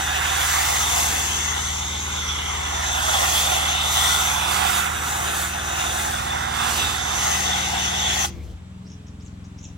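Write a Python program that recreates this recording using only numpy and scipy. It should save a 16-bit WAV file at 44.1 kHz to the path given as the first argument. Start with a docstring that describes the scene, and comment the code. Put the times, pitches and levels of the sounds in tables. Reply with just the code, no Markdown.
"""A roaring, ringing, whistling spray sweeps to and fro over a car, foam fizzing on its panels; a pump throbs.
The trigger is let go: the spray stops, the nozzle wheezes, the pump fades, and an idling engine and raspy
chirps (probably a bird) come through. A head-worn pair of microphones hears it close by, in a driveway.
Spray, rumble and street are shaped noise frames, pump and engine sums of orders, chirps hoarse glides."""
import sys
import numpy as np
from scipy import signal
from scipy.fft import rfft, irfft, next_fast_len
from scipy.io import wavfile
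from scipy.ndimage import uniform_filter1d, map_coordinates

SR = 44100
rng = np.random.default_rng(int(sys.argv[2]) if len(sys.argv) > 2 else 0)


def int16_out(signal):
    """Quantize to a 16-bit WAV file."""
    q = np.round(np.clip(np.atleast_2d(signal).T, -1, 1) * 32767)
    wavfile.write(sys.argv[1], SR, q.astype(np.int16))


N = 430857
TIME_S = np.arange(N) / SR
RELEASE_S = 8.257  # trigger let go
FRAME = dict(fs=SR, nperseg=1024, noverlap=768)
FRAME_HZ, FRAME_S, _ = signal.stft(np.zeros(N), **FRAME)
FRAME_HZ = FRAME_HZ[:, None]


def amp(db):
    """dB to gain."""
    return 10 ** (np.asarray(db) / 20)


def unit(x):
    """Scaled to rms 1."""
    return x / np.sqrt(np.mean(np.abs(x) ** 2) + 1e-20)


def along(points, hz):
    """(Hz, value) points read on a log axis."""
    f, v = np.transpose(points)
    return np.interp(np.log(hz + 1), np.log(f + 1), v)


def curves(rows, t):
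    """The columns after the time, read at times t."""
    s, *cols = np.transpose(rows)
    return np.array([np.interp(t, s, c) for c in cols])


def wobble(rate, t):
    """A smooth random curve, rate knots a second."""
    return map_coordinates(rng.standard_normal(int(t[-1] * rate) + 4), [t * rate])


def modes(rows, hz):
    """Summed gain of resonances (centre Hz, half width Hz, dB)."""
    return sum(amp(db) / (1 + ((hz - c) / w) ** 2) for c, w, db in rows)


def bump(hz, centre_hz, half_hz, power):
    """A bell over frequency, 1 at its centre; a higher power squares it off."""
    return 1 / (1 + ((hz - centre_hz) / half_hz) ** power)


def to_sound(z):
    """Noise frames back to samples."""
    return signal.istft(z, **FRAME)[1][..., :N]


def rush(gain, likeness, patchy_db, grains_db=0):
    """Stereo noise frames with a spectrum, complex left-right likeness, random patches and fine grains."""
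    grain = uniform_filter1d(rng.standard_normal(N), size=9)
    noise = rng.standard_normal((2, N)) * amp(grains_db * grain)
    _, _, (a, b) = signal.stft(unit(noise), **FRAME)
    field = uniform_filter1d(rng.standard_normal(a.shape), size=8, axis=0)
    field = uniform_filter1d(field, size=14, axis=1)
    right = np.conj(likeness) * a + np.sqrt(1 - np.abs(likeness) ** 2) * b
    return np.array([a, right]) * unit(gain) * amp(patchy_db * unit(field))


def ways_round_head():
    """Jet likeness at the ports: delayed ways weighted by head turn, plus one that moves with the sweep."""
    # how much later the left port hears each way [ms]
    lags_ms = (-.25, .023, .25, .5, .68)
    # head turn: (time [s], turn [<0 left port first, >0 from ahead and the right])
    turn_rows = [(0, 0.6), (.3, 0.39), (.5, 0.08), (.85, -0.41), (1.3, -0.16), (1.5, -0.047), (1.85, -0.44),
                 (2.75, -0.15), (3, -0.71), (4, -0.095), (4.3, -0.43), (5, 0.66), (6, 0.58), (6.3, -0.26),
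                 (6.75, 0.21), (7, -0.34), (7.5, -0.16), (7.8, -0.28), (8.25, -0.19)]
    # (time [s], left port a whole cycle behind [Hz], ports opposed again [Hz], strength)
    sweep_rows = [(.15, 1100, 1900, 0), (.5, 1150, 1800, .4), (1, 900, 1250, .7), (1.3, 950, 1380, 1),
                  (1.6, 1230, 1720, 1.2), (2, 1500, 1950, 1.2), (2.4, 1380, 1870, 1.2),
                  (2.8, 900, 1450, 1.1), (3.1, 850, 1200, .8), (3.35, 840, 1500, .8), (3.75, 880, 1850, .8),
                  (4.05, 880, 1500, .7), (4.35, 900, 1900, .7), (4.6, 1200, 1900, .15), (5, 1400, 1900, 0),
                  (6.45, 1400, 1900, 0), (6.7, 1480, 2100, .5), (7.1, 1400, 2000, .5), (7.4, 880, 1280, .9),
                  (8.3, 880, 1280, .9)]
    opposed_hz = 620  # ports always half a cycle apart here
    turn = curves(turn_rows, FRAME_S)[0]
    to_right = np.maximum(turn, 0)
    strengths = [np.maximum(-turn, 0), 0.092 + 0.48 * to_right, 0.012 + to_right, 0.42, 0.24]
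    ways = sum(w * np.exp(-2j * np.pi * FRAME_HZ * ms / 1000) for w, ms in zip(strengths, lags_ms))

    cycle_hz, again_hz, strength = curves(sweep_rows, FRAME_S)
    # strongest in the low range
    strength = 3 / (1 + (FRAME_HZ / opposed_hz) ** 8) + strength / (1 + (FRAME_HZ / (again_hz + 250)) ** 6)
    span_hz = np.where(FRAME_HZ < cycle_hz, cycle_hz - opposed_hz, again_hz - cycle_hz)
    above = 2 - np.abs(FRAME_HZ - cycle_hz) / span_hz
    half_cycles = np.where(FRAME_HZ < opposed_hz, (FRAME_HZ / opposed_hz) ** 2, above)
    ways = ways + strength * np.exp(-1j * np.pi * half_cycles)
    return ways / np.sqrt(np.abs(ways) ** 2 + .012)


def roar(around):
    """Broad jet noise with a gliding lowest mode and a middle band whose centre and level wander."""
    # spectrum: (frequency [Hz], density [dB per Hz])
    spectrum = [(200, -29), (300, -11.5), (520, -10), (635, -6), (690, 5.5), (800, 3.5), (950, 0.5),
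                (1400, 1), (1750, -2.5), (2050, 0.5), (2350, -11.5), (3200, -13), (4200, -59)]
    # lowest mode: (time [s], level [dB], centre [Hz], lean to the right at each port [dB])
    low_mode = [(0, 6, 820, 3.5), (.3, -0.5, 814, 3.5), (.8, 3, 754, 2), (1.4, -0.5, 760, 2),
                (2.1, 1.5, 890, 1.5), (2.55, 1.5, 800, 0.5), (2.9, 0.5, 720, 3.5), (3.1, 1.5, 680, 3.5),
                (3.6, 1.5, 705, 2), (4.2, -0.5, 786, 2.5), (4.6, 5, 790, 1.5), (4.9, 0.5, 810, 0),
                (5.3, -0.5, 760, 1.5), (6.2, 2, 790, 2), (6.8, -1.5, 810, 2.5), (7.4, 4, 760, 4.5),
                (8.25, 4, 730, 5)]
    # wandering middle band: (time [s], centre [Hz], level [dB])
    mid_band = [(0.0, 1630, 7.5), (0.85, 1740, 0), (1.56, 1920, 2.5), (1.86, 1410, -3), (2.82, 1500, 4),
                (3.1, 1370, 5), (3.49, 1560, -1), (3.86, 1460, 2), (4.13, 1400, 6), (4.3, 1620, 3.5),
                (4.78, 1410, 2), (5.17, 1440, 1), (6.36, 1490, 1), (7.24, 1850, 2.5), (8.25, 1810, 2.5)]
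    low_db, low_hz, lean_db = curves(low_mode, FRAME_S)
    mid_hz, mid_db = curves(mid_band, FRAME_S)
    # the lower edge slides with the mode, which lies at 760 Hz in the spectrum
    slid_hz = FRAME_HZ * (1 + (760 / low_hz - 1) / (1 + (FRAME_HZ / 1200) ** 4))
    z = rush(amp(along(spectrum, slid_hz)), .95 * around, patchy_db=1.5, grains_db=3)
    right_db = lean_db * bump(FRAME_HZ, 720, 260, 4) - 2.1 * (FRAME_HZ < 520)
    z = z * amp([-right_db, right_db])
    return z * amp(low_db * bump(FRAME_HZ, low_hz, 220, 4) + mid_db * bump(FRAME_HZ, mid_hz, 260, 2))


def ring(around):
    """Noise in two ringing bands whose centres and lower level wander."""
    # lower, then upper band: (half width [Hz], level [dB])
    bands = [(380, -1.5), (220, 4.5)]
    # wandering upper band: (time [s], centre [Hz])
    upper_rows = [(0.0, 3620), (1.17, 3470), (1.35, 3360), (1.88, 3610), (2.2, 3550), (2.4, 3300),
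                  (2.76, 3530), (3.33, 3420), (3.75, 3560), (4.57, 3450), (4.82, 3630), (5.7, 3630),
                  (6.57, 3470), (7.19, 3590), (7.97, 3460), (8.25, 3400)]
    # wandering lower band: (time [s], centre [Hz], added level [dB])
    lower_rows = [(0.0, 2720, 7), (1.35, 2720, 1), (1.61, 3000, 1.5), (2.41, 2760, -2.5), (3.47, 2660, -1),
                  (3.75, 2970, 1), (4.18, 2880, -7), (4.3, 2510, 1), (4.82, 2630, 5), (6.78, 2700, 1),
                  (7.01, 2600, -12), (7.21, 2820, 4.5), (8.04, 2800, -2), (8.25, 2490, -1)]
    upper_hz = curves(upper_rows, FRAME_S)[0]
    lower_hz, lower_db = curves(lower_rows, FRAME_S)
    (lower_width_hz, lower_base_db), upper = bands
    gain = modes([(lower_hz, lower_width_hz, lower_base_db + lower_db), (upper_hz, *upper)], FRAME_HZ)
    return rush(gain, .85 * around, patchy_db=2.2, grains_db=3)


def whistle(around):
    """A narrow noise peak, its frequency axis scaled to glide."""
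    # before gliding, the second row too weak to hear: (centre [Hz], half width [Hz], level [dB])
    peaks = [(6400, 620, 54), (6600, 4800, -37)]
    # (time [s], peak [Hz])
    peak_rows = [(0.0, 6300), (2.16, 6440), (2.23, 6050), (2.53, 6420), (5.06, 6130), (5.14, 6600),
                 (5.47, 6500), (5.54, 6160), (5.95, 6600), (6.18, 6090), (6.55, 6320), (8.25, 6300)]
    glide = peaks[0][0] / curves(peak_rows, FRAME_S)[0]
    return rush(modes(peaks, FRAME_HZ * glide), .55 * around, patchy_db=2.1, grains_db=4)


def fizz(treble_excess_db):
    """Grainy foam noise; its top follows the treble and a hollow near 4.8 kHz comes and goes."""
    # spectrum: (frequency [Hz], density [dB per Hz])
    spectrum = [(500, -35), (1200, 1.5), (3000, -1), (4600, 2.5), (5400, -0.5), (8000, 5), (9600, 0),
                (11400, 2.5), (12600, -2.5), (15800, -2.5)]
    # gain near 4.8 kHz: (time [s], level [dB])
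    hollow = [(0, 0), (3.9, 1), (4.3, -3), (4.6, 0.5), (4.9, -5.5), (5.6, -3.5), (6.1, -3), (6.5, 4),
              (6.75, 2.5), (8.25, 4.5)]
    hollow_db = curves(hollow, FRAME_S)[0] * bump(FRAME_HZ, 4800, 900, 4)
    ahead = np.exp(-2j * np.pi * FRAME_HZ * 0.021 / 1000)  # left port 0.021 ms later
    z = rush(amp(along(spectrum, FRAME_HZ) + hollow_db), .75 * ahead, patchy_db=1.5, grains_db=5)
    return z * amp(0.42 * treble_excess_db / (1 + (12000 / (FRAME_HZ + 1)) ** 8))


def car_echo():
    """Gain at each port where car echoes meet the direct sound: narrow dips or ridges that glide."""
    # each port's lower and upper track: (time [s], centre [Hz], level [dB])
    left_low = [(0, 1500, 0), (.4, 1150, -15), (.8, 950, -4), (1.2, 1060, -4), (1.5, 1320, -6),
                (1.75, 1610, -18), (2.05, 1780, -11), (2.35, 1600, -12), (2.7, 1300, -13), (3.05, 990, -11),
                (3.5, 930, -14), (4.15, 1100, -8), (4.4, 1200, -13), (5.5, 1240, -13), (6.2, 1320, -11),
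                (6.5, 1100, -9), (7.3, 940, -13), (7.7, 1050, -20), (8.25, 950, -14)]
    left_high = [(1.3, 2050, 3), (1.5, 2000, 4), (2.6, 2080, 4.5), (2.8, 2040, 4.5), (4.2, 1840, 3),
                 (4.4, 1850, -19), (4.7, 1700, -11), (4.85, 1700, -2), (6.55, 1900, 0), (6.8, 1800, -9),
                 (7, 1750, -7)]
    right_low = [(1.2, 780, 0), (1.5, 1080, -8), (1.75, 1260, -13), (2, 1330, -8), (2.3, 1240, -5),
                 (2.5, 1090, -6), (2.8, 990, 7.5), (3.15, 810, 1)]
    right_high = [(.5, 1950, -1), (.8, 1750, -9), (1.1, 1890, -17), (1.25, 1910, -9), (2.5, 2100, 4),
                  (2.62, 1950, -10), (2.85, 1600, -6), (2.92, 1500, -6), (2.98, 1950, -12),
                  (3.2, 1700, -22), (3.6, 1830, -2), (3.95, 1660, -18), (4.3, 1870, -4), (4.7, 1790, -6),
                  (5, 1800, -2), (5.25, 1900, -22), (5.5, 2020, -4), (5.8, 1750, -19), (6, 1900, -10),
                  (6.2, 1950, 0), (7.1, 1990, 0), (7.4, 1650, -7), (7.8, 1580, -2), (8.25, 1550, -1)]

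    def port_db(low, high):
        # low track is the echo's second null; shallower repeats lie up the comb
        repeats = [np.multiply(low, (1, odd / 3, 0.41)) for odd in (5, 7)]
        tracks = [curves(rows, FRAME_S) for rows in (low, high, *repeats)]
        return sum(db * bump(FRAME_HZ, hz, 75, 2) for hz, db in tracks)

    return amp([port_db(left_low, left_high), port_db(right_low, right_high)])


def jet():
    """Nozzle noise and foam fizz swell with the sweep, then die apart: pressure bleeds off, foam lands."""
    # at the reference treble: (time [s], then level [dB] and left over right [dB] of roar, ring, whistle)
    level_rows = [(0, -31.5, 0, -33, -4, -33, 8), (0.3, -23.5, -4, -31.5, 1, -32.5, -1),
                  (0.5, -26.5, -1, -32, -2, -31.5, 0), (1.4, -27.5, 2.5, -30.5, -2.5, -27, 4.5),
                  (2.2, -27.5, 1, -29.5, -2, -30.5, 0), (2.9, -26, 0.5, -26, -0.5, -28, -2),
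                  (3.7, -24.5, -1.5, -25.5, -1, -29.5, 1), (4.2, -28, -6.5, -26.5, 6, -30, 0.5),
                  (4.6, -27, -9, -29, -4.5, -37, -2), (5.1, -26, -2, -37, 2, -36, 4),
                  (5.3, -24.5, 1.5, -34, -11.5, -34, 1.0), (5.5, -27.5, -1, -39, 9, -36, -1.0),
                  (5.8, -25, -1, -32, -4, -29.5, 4), (6.2, -27, -1.5, -34, 4, -35.5, 0.5),
                  (6.5, -24, -4, -34.5, -6, -34.5, 2), (6.8, -29, -9.5, -26.5, 0, -33.5, -4),
                  (7.2, -25.5, 0, -31.5, 0.0, -28, -1.0), (7.4, -26, 9, -30, -4, -29, 6),
                  (8.25, -26, 7.5, -25, -3, -28, 10)]
    # treble as the nozzle swings to and fro: (time [s], level [dB])
    treble_rows = [(0.0, -39), (0.11, -40), (0.37, -35), (0.48, -32.5), (0.87, -34), (0.99, -32),
                   (1.15, -34.5), (1.22, -36), (1.54, -42.5), (2.04, -46), (2.66, -46), (2.94, -40),
                   (3.08, -35.5), (3.38, -31), (3.68, -39), (3.81, -40), (3.93, -33), (4.04, -31),
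                   (4.25, -33.5), (4.46, -38.5), (4.52, -32.5), (4.59, -35), (4.73, -31.5), (4.78, -31.5),
                   (4.89, -40), (5.01, -40), (5.1, -36.5), (5.19, -38), (5.33, -36.5), (5.42, -34),
                   (5.56, -44), (5.65, -42.5), (5.74, -40.5), (5.86, -40), (6.02, -35.5), (6.2, -42.5),
                   (6.48, -44.5), (6.71, -34.5), (6.78, -34.5), (7.03, -43.5), (7.31, -35.5), (7.47, -40.5),
                   (8.09, -43.5), (8.16, -39), (8.25, -37)]
    # roar, ring, whistle: gain per dB of treble [dB]
    follows = (0.29, 0.17, 0.42)
    # roar, ring, whistle: own flutter [dB]
    flutter_db = (.6, 1.6, 1.2)
    # last faint hiss from the nozzle: (time [s], level [dB])
    dribble_rows = [(8.3, -75), (8.325, -62), (8.35, -72), (8.41, -70), (8.44, -56), (8.48, -61),
                    (8.515, -59), (8.54, -66), (8.62, -75)]
    treble_reference_db, fizz_over_db = -34.5, 8
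    flight_s, fall_db = .04, 14  # airborne foam still lands, thinning

    treble_db = curves(treble_rows, FRAME_S)[0]
    excess_db = treble_db - treble_reference_db
    around = ways_round_head()
    parts = [roar(around), ring(around), whistle(around), fizz(excess_db)]

    table = curves(level_rows, FRAME_S)
    levels_db = [db + follow * excess_db + own * wobble(24, FRAME_S)
                 for db, follow, own in zip(table[::2], follows, flutter_db)]
    levels_db.append(treble_db + fizz_over_db + 0.5 * wobble(22, FRAME_S))
    sides_db = [*table[1::2], np.full(len(FRAME_S), -.8)]
    sputter_db = 0.073 * wobble(20, FRAME_S) + 0.28 * wobble(7.3, FRAME_S)  # air and soap mix unevenly
    mixed = [part * amp(db + sputter_db + np.outer([.5, -.5], side_db))[:, None]
             for part, db, side_db in zip(parts, levels_db, sides_db)]
    nozzle, foam = to_sound(np.array([sum(mixed[:3]), mixed[3]]) * car_echo())

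    late_s = np.maximum(TIME_S - RELEASE_S, 0)
    valve = amp(-60 * late_s / .035)  # pressure behind the nozzle bleeds off
    landing = amp(-fall_db * late_s / flight_s - 60 * np.maximum(late_s - flight_s, 0) / .03)
    dribble = unit(to_sound(parts[3] + parts[2])) * amp(curves(dribble_rows, TIME_S)[0])
    return nozzle * valve + foam * landing + dribble * (late_s > 0)


def yard(x):
    """House wall and driveway answer: a noise tail where each frequency dies at its own speed."""
    # (frequency [Hz], t60 [s])
    decay = [(500, 0.11), (2200, 0.29), (4000, 0.23), (6000, 0.24), (12000, 0.014)]
    hz, t, z = signal.stft(rng.standard_normal((2, SR // 2)), SR, nperseg=256)
    tail = signal.istft(z * amp(-60 * t / along(decay, hz)[:, None]), SR, nperseg=256)[1]
    return signal.fftconvolve(x, tail / np.linalg.norm(tail[0]), axes=1)[:, :N]


def drone(speed, orders, lean_db, waver_db, swells, third_lag=0, count=4):
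    """Orders of a turning cycle, the lowest count nearly in step as one beat; all but the fourth waver."""
    cycle = 2 * np.pi * np.cumsum(curves(speed, TIME_S)[0]) / SR
    slow_s = TIME_S[::100]
    out = np.zeros(N)
    for k, db in orders:
        swell_db = sum(peak_db * np.exp(-((slow_s - s) / half_s) ** 4)
                       for order, s, half_s, peak_db in swells if order == k)
        own_db = waver_db * (k != 4) * wobble(2.2, slow_s)
        size = amp(db + lean_db[::100] * (k > 4) + swell_db + own_db)
        phase = rng.normal(0, .3 if k <= count else 3) - 2 * np.pi * third_lag * (k == 3)  # lag in cycles
        out += np.interp(TIME_S, slow_s, size) * np.cos(k * cycle + phase)
    return np.sqrt(2) * out


def pump():
    """Shaft orders throb over noise rumble and thumps; after the release it slows, then fades."""
    # shaft speed: (time [s], speed [Hz])
    shaft = [(0, 19.1), (1.5, 19.2), (3.2, 19.13), (5.2, 19.22), (7.2, 19.14), (8.3, 19.18), (8.43, 19),
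             (8.6, 17.3), (9.77, 17.3)]
    # before port gain: (time [s], throb [dB], lean of orders above 4 [dB])
    throb_rows = [(0, -37, 0), (4, -36.5, -3), (4.3, -38, 2), (5, -39, 0.5), (6.7, -40, 4), (8.3, -38, 1),
                  (8.55, -40, -2), (8.62, -45, 0)]
    # (order, relative level [dB])
    orders = [(1, -52), (2, -18), (3, -6), (4, 2.5), (5, -15.5), (6, -11), (7, -10), (8, -13.5), (9, -14.5),
              (10, -11), (11, -24), (12, -16), (13, -20), (14, -24), (15, -24.5), (16, -40), (17, -26),
              (18, -17)]
    # single orders swell or fade: (order, time [s], half length [s], change [dB])
    swells = [(12, 6.35, .5, 9), (10, 6.5, .5, -8), (10, 7.85, .6, 5), (10, .4, .7, -6), (10, 4.9, .7, 2),
              (6, 1.9, 2.4, -8), (18, 5.2, .8, 4), (18, 3.6, .6, -8), (18, 8.3, .1, 6), (3, 8.5, .07, 8)]
    # rumble: (frequency [Hz], density [dB per Hz])
    spectrum = [(25, -50), (45, -6), (80, 5.5), (110, -11), (150, -12.5), (250, -10), (450, -10),
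                (650, -19), (2200, -31), (4000, -30), (9000, -43)]
    # dull low thumps, before port gain: (time [s], half length [s], level [dB])
    thump_rows = [(4.18, 0.022, -40), (6.848, .09, -35.5), (8.447, 0.12, -42)]
    throb_db, lean_db = curves(throb_rows, TIME_S)
    # without flow the upper rumble thins out
    eased_db = 6 * (FRAME_HZ > 200) * np.clip((FRAME_S - RELEASE_S) / .12, 0, 2)
    likeness = -.1 + 1.0 / (1 + (90 / (FRAME_HZ + 1)) ** 4)
    z = rush(amp(along(spectrum, FRAME_HZ) - eased_db), likeness, patchy_db=1.5)
    thumps = sum(amp(db) * np.exp(-((TIME_S - s) / half_s) ** 2) for s, half_s, db in thump_rows)
    rumble = (amp(-45.5 + 1.9 * wobble(1.98, TIME_S)) + thumps) * to_sound(z)

    hum = drone(shaft, orders, lean_db, waver_db=1.5, swells=swells, third_lag=.27, count=8)
    hum = amp(throb_db) * hum
    ports = np.array([np.interp(TIME_S - .0003, TIME_S, hum), hum])  # left port hears it later
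    running = amp(-60 * np.maximum(TIME_S - 8.54, 0) / 0.3)
    return (ports + rumble) * running * amp([[.7], [-.7]])


def street():
    """The quiet wash of the neighbourhood: steady noise, more alike at both ports in the bass."""
    # (frequency [Hz], density [dB per Hz])
    spectrum = [(40, 0.5), (90, 6.5), (250, -8), (340, -9), (800, -11), (2200, -18), (3700, -19),
                (4400, -25.5), (6200, -26.5), (7800, -23.5), (8800, -30.5), (12000, -40), (15800, -44)]
    lag = np.exp(-1.7j / (1 + (420 / (FRAME_HZ + 1)) ** 4))
    likeness = (0.4 + 0.35 / (1 + (FRAME_HZ / 400) ** 4)) * lag
    z = rush(amp(along(spectrum, FRAME_HZ)), likeness, patchy_db=.8, grains_db=2.2)
    return amp(-47.5) * to_sound(z)


def wheeze():
    """The draining nozzle: a faint hoarse band, a gliding sine times noise, that stutters."""
    # before stutter: (time [s], centre [Hz], level [dB])
    track = [(8.28, 2300, -66), (8.33, 2250, -57), (8.42, 2200, -58), (8.46, 3000, -72), (8.52, 3300, -60),
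             (8.56, 2500, -72), (8.6, 2400, -66), (8.64, 2300, -78)]
    hz, db = curves(track, TIME_S)
    band = unit(wobble(600, TIME_S) * np.sin(2 * np.pi * np.cumsum(hz) / SR))
    return amp(db + 2.3 * wobble(40, TIME_S)) * band * (TIME_S > RELEASE_S)


def idle():
    """An idling engine: orders of its firing cycle, rising after the release."""
    # firing cycle: (time [s], rate [Hz])
    firing = [(0, 21.2), (8.6, 21.2), (8.8, 20.9), (9.05, 21.3), (9.77, 21.35)]
    # before port gain: (time [s], level [dB], lean of orders above 4 [dB])
    level_rows = [(8.35, -61, 0), (8.6, -39.5, -9), (8.8, -44, 0.5), (9, -41, -4), (9.3, -40.5, -3.5),
                  (9.77, -40.5, -3.5)]
    # (order, relative level [dB])
    orders = [(1, -37), (2, -16), (3, -7.5), (4, -2.5), (5, -5.5), (6, -3.5), (7, -13), (8, -6), (9, -2),
              (10, -16.5), (11, -17), (12, -13.5), (13, -13), (14, -14), (15, -23), (18, -33), (20, -26.5)]
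    # (order, time [s], half length [s], change [dB])
    swells = [(9, 8.78, 0.13, 2.5), (9, 9.1, 0.18, -4), (4, 8.8, 0.17, 1), (3, 8.85, .2, -9),
              (20, 9.05, 0.27, 8), (18, 9.6, .24, 13), (12, 8.7, .17, -12), (13, 8.7, .17, -7),
              (14, 8.7, .17, -9), (8, 9.55, .25, 2.5), (10, 9.3, .35, 9)]
    db, lean_db = curves(level_rows, TIME_S)
    hum = drone(firing, orders, lean_db, waver_db=1.5, swells=swells)
    return amp(db) * hum * amp([[.8], [-.8]])


def chirps():
    """Short gliding whistles with a weak undertone an octave down, made raspy by noise."""
    # before envelope and port gain: (time [s], length [s], level [dB], start [Hz], mid [Hz], end [Hz])
    calls = [(8.85, .07, -55, 4500, 5800, 6400), (8.915, .035, -51, 6200, 6000, 5200),
             (9.06, .035, -57, 5200, 6200, 5600), (9.2, .04, -57, 5200, 6200, 7000),
             (9.248, .04, -52, 7000, 6600, 4400), (9.44, .03, -56, 4800, 6300, 5500),
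             (9.575, .045, -52, 5200, 6200, 6300), (9.615, .08, -48.5, 6700, 6500, 6100)]
    out = np.zeros(N + SR)
    for s, length_s, db, start_hz, mid_hz, end_hz in calls:
        t = np.arange(round(length_s * SR)) / SR
        u = t / length_s
        arch = np.sin(np.pi * u)
        hz = (1 - u) * start_hz + u * end_hz + arch * (mid_hz - (start_hz + end_hz) / 2)
        phase = 2 * np.pi * np.cumsum(hz + 300 * wobble(150, t)) / SR
        # noise spreads the whistle into a band
        rasp = wobble(1800, t) * amp(4 * wobble(400, t) + 3 * wobble(50, t))
        voice = unit(rasp * (np.sin(phase) + 0.3 * np.sin(phase / 2)))
        out[round(s * SR):][:len(t)] += amp(db) * arch ** 0.6 * voice
    return out[:N] * amp([[.6], [-.6]])


def scene():
    """All sources; the yard answers spray and chirps."""
    spray, bird = jet(), chirps()
    answer = yard(amp(-15) * spray + amp(-4) * bird)
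    return spray + answer + pump() + street() + wheeze() + idle() + bird


def record(dry):
    """The deepest bass rolls off below about 33 Hz; nothing passes above 15.8 kHz."""
    m = next_fast_len(N)
    hz = np.fft.rfftfreq(m, 1 / SR)
    gain = (hz < 15800) / (1 + (33 / (hz + 1)) ** 6)
    return irfft(rfft(dry, m) * gain, m)[:, :N]


dry = scene()
out = record(dry)
int16_out(out)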